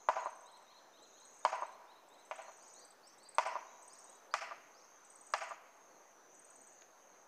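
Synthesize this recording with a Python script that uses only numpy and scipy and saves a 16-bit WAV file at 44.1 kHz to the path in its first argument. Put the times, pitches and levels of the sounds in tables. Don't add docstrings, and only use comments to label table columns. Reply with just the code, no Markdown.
import sys
import numpy as np
from scipy import signal
from scipy.fft import rfft, irfft, next_fast_len
from scipy.io import wavfile
from scipy.ndimage import uniform_filter1d, map_coordinates

SR = 44100
rng = np.random.default_rng(int(sys.argv[2]) if len(sys.argv) > 2 else 0)


def voltage_ratio(decibels):
    exponent = np.asarray(decibels, float) / 20
    return 10 ** exponent


def unload_wav(signal):
    wavfile.write(
        sys.argv[1],
        SR,
        np.round(np.clip(np.atleast_2d(signal).T, -1, 1) * 32767).astype(np.int16),
    )


N = 320607


def unit(x):
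    return x / np.sqrt(np.mean(x ** 2) + 1e-20)


def along(points, hz):
    f, v = np.transpose(points)
    return np.interp(np.log(hz + 1), np.log(f + 1), v)


def curves(rows, size=N):
    s, *cols = np.transpose(rows)
    return [np.interp(np.arange(size) / SR, s, c) for c in cols]


def wobble(rate_hz):
    return map_coordinates(rng.standard_normal(800), [np.arange(N) * rate_hz / SR])


def filtered(x, response):
    m = next_fast_len(len(x) + SR // 2)
    return irfft(rfft(x, m) * response(np.fft.rfftfreq(m, 1 / SR)), m)[:len(x)]


def resonance(centre_hz, width_hz):
    return lambda f: 1j * f * width_hz / (centre_hz ** 2 - f * f + 1j * f * width_hz)


def add(track, s, sound):
    at = round(s * SR)
    part = track[max(at, 0):max(at + len(sound), 0)]
    part += sound[max(-at, 0):][:len(part)]


def ring(modes, t):
    return sum(voltage_ratio(db - 60 * t / t60) * np.sin(2 * np.pi * hz * t) for hz, db, t60 in modes)


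def hammer():
    # (time [s], peak [dB], thud [Hz], trunk ring [dB], clack [dB])
    blows = [
        (0.087, -14.5, 940, -3.5, -24),
        (1.45, -14, 940, -6, -21.5),
        (2.311, -35, 884, 7.5, -8),
        (3.383, -14.5, 960, -4.5, -17),
        (4.339, -14.5, 1210, -9.5, -16.5),
        (5.337, -16, 1179, -5, -16),
    ]
    # (frequency [Hz], level [dB], t60 [s])
    trunk_modes = [(671, 0, 0.046), (787.6, -2, 0.047), (977, 7, 0.016), (1073, -5, 0.022),
                   (1156, 7, 0.011), (1354, 5.5, 0.0087)]
    crack_under_db, full_blow_db, crack_growth = -4.5, -16, 0.56
    direct, t = np.zeros(N), np.arange(SR // 8) / SR
    to_walls, to_trees, to_far_house = np.zeros((3, N))
    impulse = np.eye(1, len(t))[0]

    def faces(f):
        return resonance(1600, 1300)(f) * resonance(2400, 1700)(f)

    def steel(f):
        return resonance(5400, 3600)(f) * resonance(5000, 5000)(f) / (1 + 1j * f / 9000) ** 2

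    def thin_trunk_and_dull_top(f):
        top = 1j * f / 7600
        return (1j * f / (330 + 1j * f)) ** 3 / (1 + top / 0.98 + top ** 2)

    for s, db, thud_hz, ring_db, clack_db in blows:
        tight = thud_hz / 950
        thud = -2.8 * ring([(thud_hz, 0, 0.0087 / tight ** 0.67)], t)
        thud *= (1 - np.exp(-t / 0.0014)) ** tight ** 2
        wood = -voltage_ratio(ring_db - 3.0) * ring(trunk_modes, t * tight ** 0.086) * (1 - np.exp(-t / 0.0024))

        chatter = rng.standard_normal(len(t)) * voltage_ratio(-60 * t / 0.022) * (1 - np.exp(-t / 0.00092))
        clack = voltage_ratio(clack_db + 34.5) * filtered(chatter / np.linalg.norm(chatter), faces)
        slap = voltage_ratio(clack_db + 34.0) * filtered(impulse, faces)

        crack_db = clack_db + crack_under_db + crack_growth * (db - full_blow_db)
        crack = voltage_ratio(crack_db + 26) * filtered(impulse, steel)
        grit = voltage_ratio(crack_db) * unit(filtered(rng.standard_normal(len(t)), steel)) * voltage_ratio(-60 * t / 0.013)

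        sideways = voltage_ratio(-30 * (tight - 1))
        add(direct, s + 0.00037, voltage_ratio(db + 2.0) * (thud + wood + 0.68 * clack + 0.25 * crack + grit))
        add(to_walls, s + 0.00042, voltage_ratio(db + 1.5) * (sideways * thud + wood + 0.82 * clack + 0.54 * crack))
        add(to_trees, s + 0.00042, voltage_ratio(db + 1.5) * (sideways * thud + wood + slap + 1.9 * crack))
        far = sideways ** 0.42 * thud + 0.5 * wood + 0.27 * clack + 0.3 * crack
        add(to_far_house, s + 0.00036, voltage_ratio(db + 0.6) * far)
    spread = [filtered(path, thin_trunk_and_dull_top) for path in (to_walls, to_trees, to_far_house)]
    return filtered(direct, thin_trunk_and_dull_top), spread


def yard():
    # (delay [s], level [dB], dull above [Hz])
    near_walls = [(.0034, -8.5, 3000), (.0066, -8, 2420), (0.0095, -9.5, 1800), (.0135, -10.5, 1500),
                  (0.075, -34, 1600), (0.0793, -12, 1480), (.0882, -31, 1600)]
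    # (delay [s], level [dB], dull above [Hz])
    far_house = [(.1685, -24, 1500), (0.1714, -8.5, 1600), (0.1798, -10.5, 1500)]
    # (delay [s], hold [s], t60 [s], level [dB], treble over it [dB])
    belts = [(.004, 0.049, .09, -30, 8.5), (0.066, 0.013, 0.61, -23, 4.5), (0.17, 0.015, 0.064, -23, -8),
             (0.199, 0.011, 1.3, -39.5, -1.5), (.3, .45, 1.7, -50, -2)]
    rise_s = 0.0058
    size = SR * 4 // 5
    t = np.arange(size) / SR

    def mirrors(walls):
        def response(f):
            return sum(voltage_ratio(db) * np.exp(-2j * np.pi * f * s) / (1 + 1j * f / (2.1 * hz)) ** 3
                       for s, db, hz in walls)
        return filtered(np.eye(1, size)[0], response)

    shapes = [np.clip((t - s) / rise_s, 0, 1) * voltage_ratio(db - 60 * np.maximum(t - s - hold, 0) / t60)
              for s, hold, t60, db, _ in belts]
    dull = np.sqrt(sum(g ** 2 for g in shapes))
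    bright = np.sqrt(sum((g * voltage_ratio(row[-1])) ** 2 for g, row in zip(shapes, belts)))
    noise = rng.standard_normal(size)
    low = filtered(noise, lambda f: 1 / (1 + (f / 1300) ** 4))
    top = filtered(noise, lambda f: 1 - 1 / (1 + (f / 3800) ** 4))
    air = voltage_ratio(-60 * t / 0.5)
    scatter = voltage_ratio(-18.5) * (dull * low + bright * (noise - low - top + 1.07 * air * top))
    return mirrors(near_walls), scatter, mirrors(far_house)


def trill_chips():
    # (first chip [s], last chip [s], level [dB], growth [dB per chip], early hurry [s])
    trills = [
        (0.204, 0.626, -53, -.5, 0.014),
        (1.342, 1.721, -51.5, -0.5, 0.011),
        (2.522, 2.907, -48.5, 1.4, 0.013),
        (3.8275, 4.153, -45, -.6, 0.0052),
        (5.0494, 5.491, -45.5, -0.1, 0.0053),
        (6.346, 6.7276, -47.5, -0.1, .013),
    ]
    chip_gap_s, hurry_fades, ends_db = 0.055, 0.42, -5
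    first_hz, peak_hz, sag_hz, overshoot = 8000, 8396, 45, 0.26
    rows = []
    for first, last, db, growth_db, hurry in trills:
        k = np.arange(round((last - first) / chip_gap_s) + 1)
        early = hurry * (1 - hurry_fades ** k)
        times = first + (last - first + early[-1]) * k / k[-1] - early
        levels = db + growth_db * (k - k[-1] / 2) + ends_db * ((k == 0) | (k == k[-1]))
        levels = levels + rng.normal(0, 0.46, len(k))
        loud_hz = np.where(k == 0, first_hz, peak_hz - sag_hz * k) + rng.normal(0, 70, len(k))
        rows += zip(times, levels, loud_hz, overshoot + rng.normal(0, 1, len(k)) / 20)
    return rows


def trill():
    # (time [s], peak [dB], loudest [Hz], overshoot [0-1])
    uneven_chips = [(1.0261, -53, 7540, 0.2), (1.0799, -65, 7740, .2), (1.1368, -64, 7700, .3),
                    (1.2002, -55, 8080, .3), (1.254, -46.5, 8160, 0.37), (1.3074, -56, 7700, 0.5),
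                    (1.3688, -54, 7760, .3), (1.434, -70, 7600, 0), (2.0872, -56, 7760, 0.07),
                    (2.139, -59, 7740, 0.1), (2.193, -53.5, 7850, .9), (2.2538, -49, 7800, 1),
                    (2.3007, -54, 7700, .9), (2.36, -46.5, 8080, 0.25), (2.4206, -47, 8000, 0.3),
                    (3.0735, -49, 7940, 0.14), (3.1308, -63, 8000, .5), (3.1842, -50.5, 7900, 0.45),
                    (3.2344, -46.5, 7900, 0.9), (3.29, -41, 8230, 0.13), (3.3492, -41, 8260, .04),
                    (3.4132, -58, 7640, .3), (3.469, -42, 8290, 0), (5.1194, -54, 8100, .2),
                    (5.246, -57, 8200, .3), (5.3053, -54, 7960, 0.4)]
    track = np.zeros(N)
    u = np.linspace(-1, 1, round(0.0139 * SR))
    for s, db, loud_hz, over in trill_chips() + uneven_chips:
        top_hz = loud_hz + 150 + 900 * np.clip(over, 0, 1.3)
        hz = top_hz - (top_hz - 6700) * np.abs(u) ** 1.6
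        beak = 1 / (1 + ((hz - loud_hz) / 450) ** 2)
        level = voltage_ratio(db - 7.5) * beak * np.cos(np.pi * u / 2) ** 0.5
        add(track, s - 0.0045, level * np.sin(2 * np.pi * np.cumsum(hz) / SR))
    return track


def songbird():
    # (time into the motif [s], frequency [Hz], level [dB])
    low = [
        [(0, 3600, -5.5), (.03, 3900, -1.5), (.046, 4250, -3.5), (.056, 4200, -4), (.066, 3700, -7)],
        [(.042, 3000, -2), (.053, 3370, -7.5), (.066, 3700, -7)],
        [(.078, 3780, -2), (.097, 4000, -2.5), (.112, 4250, -1), (.121, 4000, -5.5), (.132, 2900, -8)],
    ]
    mid = [
        [(0, 3650, -11), (.045, 4450, -7.5), (.075, 4680, -5), (.104, 4760, -3), (.113, 4300, -11)],
        [(.065, 3700, -13), (.082, 4150, -4), (.095, 4400, -9)],
        [(.118, 4550, -19), (.15, 4720, -15), (.174, 4750, -19), (.18, 4000, -9), (.186, 3000, -11)],
    ]
    high = [
        [(0, 4000, -12), (.012, 4500, -2), (.045, 5350, 0), (.085, 6250, -4), (.108, 6200, -5),
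         (.118, 5200, -12)],
        [(.062, 3300, -14), (.078, 4650, -10), (.1, 5250, -10), (.115, 5600, -4), (.128, 5900, -5)],
        [(.14, 6200, -8), (.17, 6250, -5), (.178, 5300, -9)],
    ]
    short = [
        [(0, 3698, -18), (.012, 4584, -5), (.045, 5350, -6.5), (.07, 5858, -5)],
        [(.06, 3630, -10), (.068, 4244, -12), (.088, 5098, -11)],
        [(.097, 5227, -2), (.108, 5400, -6), (.122, 6400, -7)],
    ]
    flat = [
        [(0, 3700, -4), (.025, 3900, 0), (.048, 4000, -4)],
        [(.04, 3150, -5), (.052, 3350, -1), (.064, 3550, -5)],
        [(.074, 3800, -3), (.09, 3900, 0), (.11, 3950, -4)],
    ]
    fall = [
        [(0, 4500, -3), (.04, 4300, 0), (.085, 4100, -2)],
    ]
    # (time [s], level [dB], pitch factor)
    low_at = [(-.11, -65, 0.98), (0.153, -63.5, 1.001), (0.445, -60, 1), (.665, -61, 1.01),
              (0.93, -60.5, 0.99), (1.129, -62, 1.01), (1.424, -65, 0.99), (1.63, -65, 1.001),
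              (1.874, -63.5, 0.98), (2.099, -63.5, 0.98), (2.366, -66, 1.04)]
    mid_at = [(2.74, -56, 1.001), (3.176, -56, 1.001)]
    high_at = [(3.025, -60, 1.001)]
    short_at = [(2.596, -60.5, 0.96), (3.491, -54, 1.1), (3.891, -56.5, 1.02), (4.305, -51.5, 1.001),
                (4.736, -57, 1.01)]
    flat_at = [(3.67, -70, 1.0), (4.07, -69, 1.0), (4.9, -77, .97)]
    fall_at = [(5.89, -74.5, 1.0), (7.09, -78, .97)]
    track = np.zeros(N)
    for motif, times in [(low, low_at), (mid, mid_at), (high, high_at),
                         (short, short_at), (flat, flat_at), (fall, fall_at)]:
        for s, db, pitch in times:
            for note in motif:
                into, hz, note_db = np.transpose(note)
                t = np.arange(into[0], into[-1], 1 / SR)
                glide_hz = pitch * uniform_filter1d(np.interp(t, into, hz), size=90)
                level = voltage_ratio(db - 3.5 + np.interp(t, into, note_db) + rng.normal(0, 1))
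                level = level * signal.windows.tukey(len(t), 0.12)
                add(track, s + into[0], level * np.sin(2 * np.pi * np.cumsum(glide_hz) / SR))
    return track * voltage_ratio(1.54 * wobble(70))


def cicadas():
    # (tymbal [Hz], swell [dB], phrases (start [s], end [s], last level [dB]))
    singers = [
        (6670, 9.2, [(-.3, .27, -64), (1.0, 1.53, -65.5), (2.3, 2.815, -65), (3.62, 4.165, -65), (5.02, 5.56, -65), (6.28, 6.83, -65.5)]),
        (6430, 6.2, [(-.1, .48, -70), (1.05, 1.65, -67), (2.06, 2.87, -74), (3.3, 3.87, -73), (4.48, 4.983, -69), (5.6, 6.134, -70.5), (6.78, 7.246, -69.5)]),
        (6165, 2.6, [(-.2, .45, -70.5), (.9, 1.76, -75.5), (2.19, 2.9, -72), (3.6, 4.27, -72), (4.9, 5.56, -71.5), (6.2, 6.862, -70)]),
        (5970, 6.5, [(.5, 1.45, -76), (2.3, 2.85, -69.5), (3.42, 4.1, -72), (4.5, 5.3, -74), (5.81, 6.401, -72.5), (6.9, 7.5, -74.5)]),
        (5300, 1.6, [(-0.58, 4.3, -86)]),
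    ]
    # (frequency [Hz], width [Hz], level [dB])
    chorus = [(6280, 1700, -79), (5300, 270, -102)]
    out = np.zeros(N)
    for tymbal_hz, swell_db, phrases in singers:
        for start, end, last_db in phrases:
            u = np.linspace(0, 1, round((end - start) * SR))
            turns = np.cumsum(147 - 19 * u) / SR
            clicks = np.diff(np.floor(turns), prepend=0)
            rattle = (0.5 + 0.5 * np.cos(2 * np.pi * turns)) ** 4 + 0.11
            drive = 17 * clicks * voltage_ratio(rng.normal(0, 1.2, len(u))) + rattle * rng.standard_normal(len(u))
            swell = voltage_ratio(last_db - swell_db * (1 - u ** 0.7))
            swell = swell * np.minimum(1, np.minimum(u / 0.08, (1 - u) / 0.02))
            add(out, start, swell * unit(filtered(drive, lambda f: resonance(tymbal_hz, 360)(f) ** 3)))
    for hz, width_hz, db in chorus:
        blur = filtered(rng.standard_normal(N), lambda f: resonance(hz, width_hz)(f) ** 3)
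        out += voltage_ratio(db + wobble(3.9)) * unit(blur)
    return out


def garden(x):
    # (frequency [Hz], t60 [s])
    decay = [(3000, 0.96), (9000, 0.13)]
    hz, t, z = signal.stft(rng.standard_normal(SR // 2), SR, nperseg=256)
    tail = signal.istft(z * voltage_ratio(-60 * t / along(decay, hz)[:, None]), SR, nperseg=256)[1]
    return signal.fftconvolve(x, tail / np.linalg.norm(tail))[:N]


def twig():
    # (time [s], peak [dB])
    snaps = [
        (6.8215, -43.5),
    ]
    track = np.zeros(N)
    for s, db in snaps:
        for lag_s, lag_db in [(0, 7), (0.0025, -1)]:
            add(track, s + lag_s, voltage_ratio(db + lag_db + 10) * np.ones(1))

    def wood(f):
        return (resonance(1100, 1800)(f) - 0.55 * resonance(4800, 2500)(f)) / (1 + 1j * f / 6000)

    return filtered(track, wood)


def town():
    # (frequency [Hz], density [dB per Hz])
    spectrum = [(25, -36), (42, -37), (95, -30.5), (119, -20), (282, -7.5), (536, -1.34), (700, -1.1),
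                (936, -2), (1900, -11), (3470, -22), (4850, -21.5), (5800, -30.5), (7600, -27),
                (13500, -28.5), (15600, -29.5)]
    # (time [s], level [dB])
    hum_level = [(0, -67), (1.2, -66), (2.2, -65), (3.2, -65.5), (4.2, -64.5), (5.2, -65.5), (6.2, -66),
                 (7.27, -65.5)]
    z = signal.stft(rng.standard_normal(N), nperseg=512)[2]
    patches = uniform_filter1d(rng.standard_normal(z.shape), size=6, axis=0)
    patches = uniform_filter1d(patches, size=14, axis=1)
    noise = signal.istft(z * voltage_ratio(1.68 * unit(patches)), nperseg=512)[1][:N]
    hum = unit(filtered(noise, lambda f: voltage_ratio(along(spectrum, f))))
    return voltage_ratio(curves(hum_level)[0] + 1.02) * hum


def scene():
    direct, spread = hammer()
    echoes = signal.fftconvolve(spread, yard(), axes=1)[:, :N].sum(axis=0)
    birds = trill() + songbird()
    insects = cicadas()
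    haze = voltage_ratio(-6.0) * garden(birds + 0.92 * insects)
    return (direct + echoes + birds + haze + insects + twig() + town())[None]


def low_pass(x):
    return signal.sosfilt(signal.butter(12, 15780, fs=SR, output="sos"), x)


def record(dry):
    offset = -1.0e-4
    kept = filtered(dry[0], lambda f: np.where(f < 15150, 1, 0.1))
    return low_pass(kept[None] + offset)


dry = scene()
out = record(dry)
unload_wav(out)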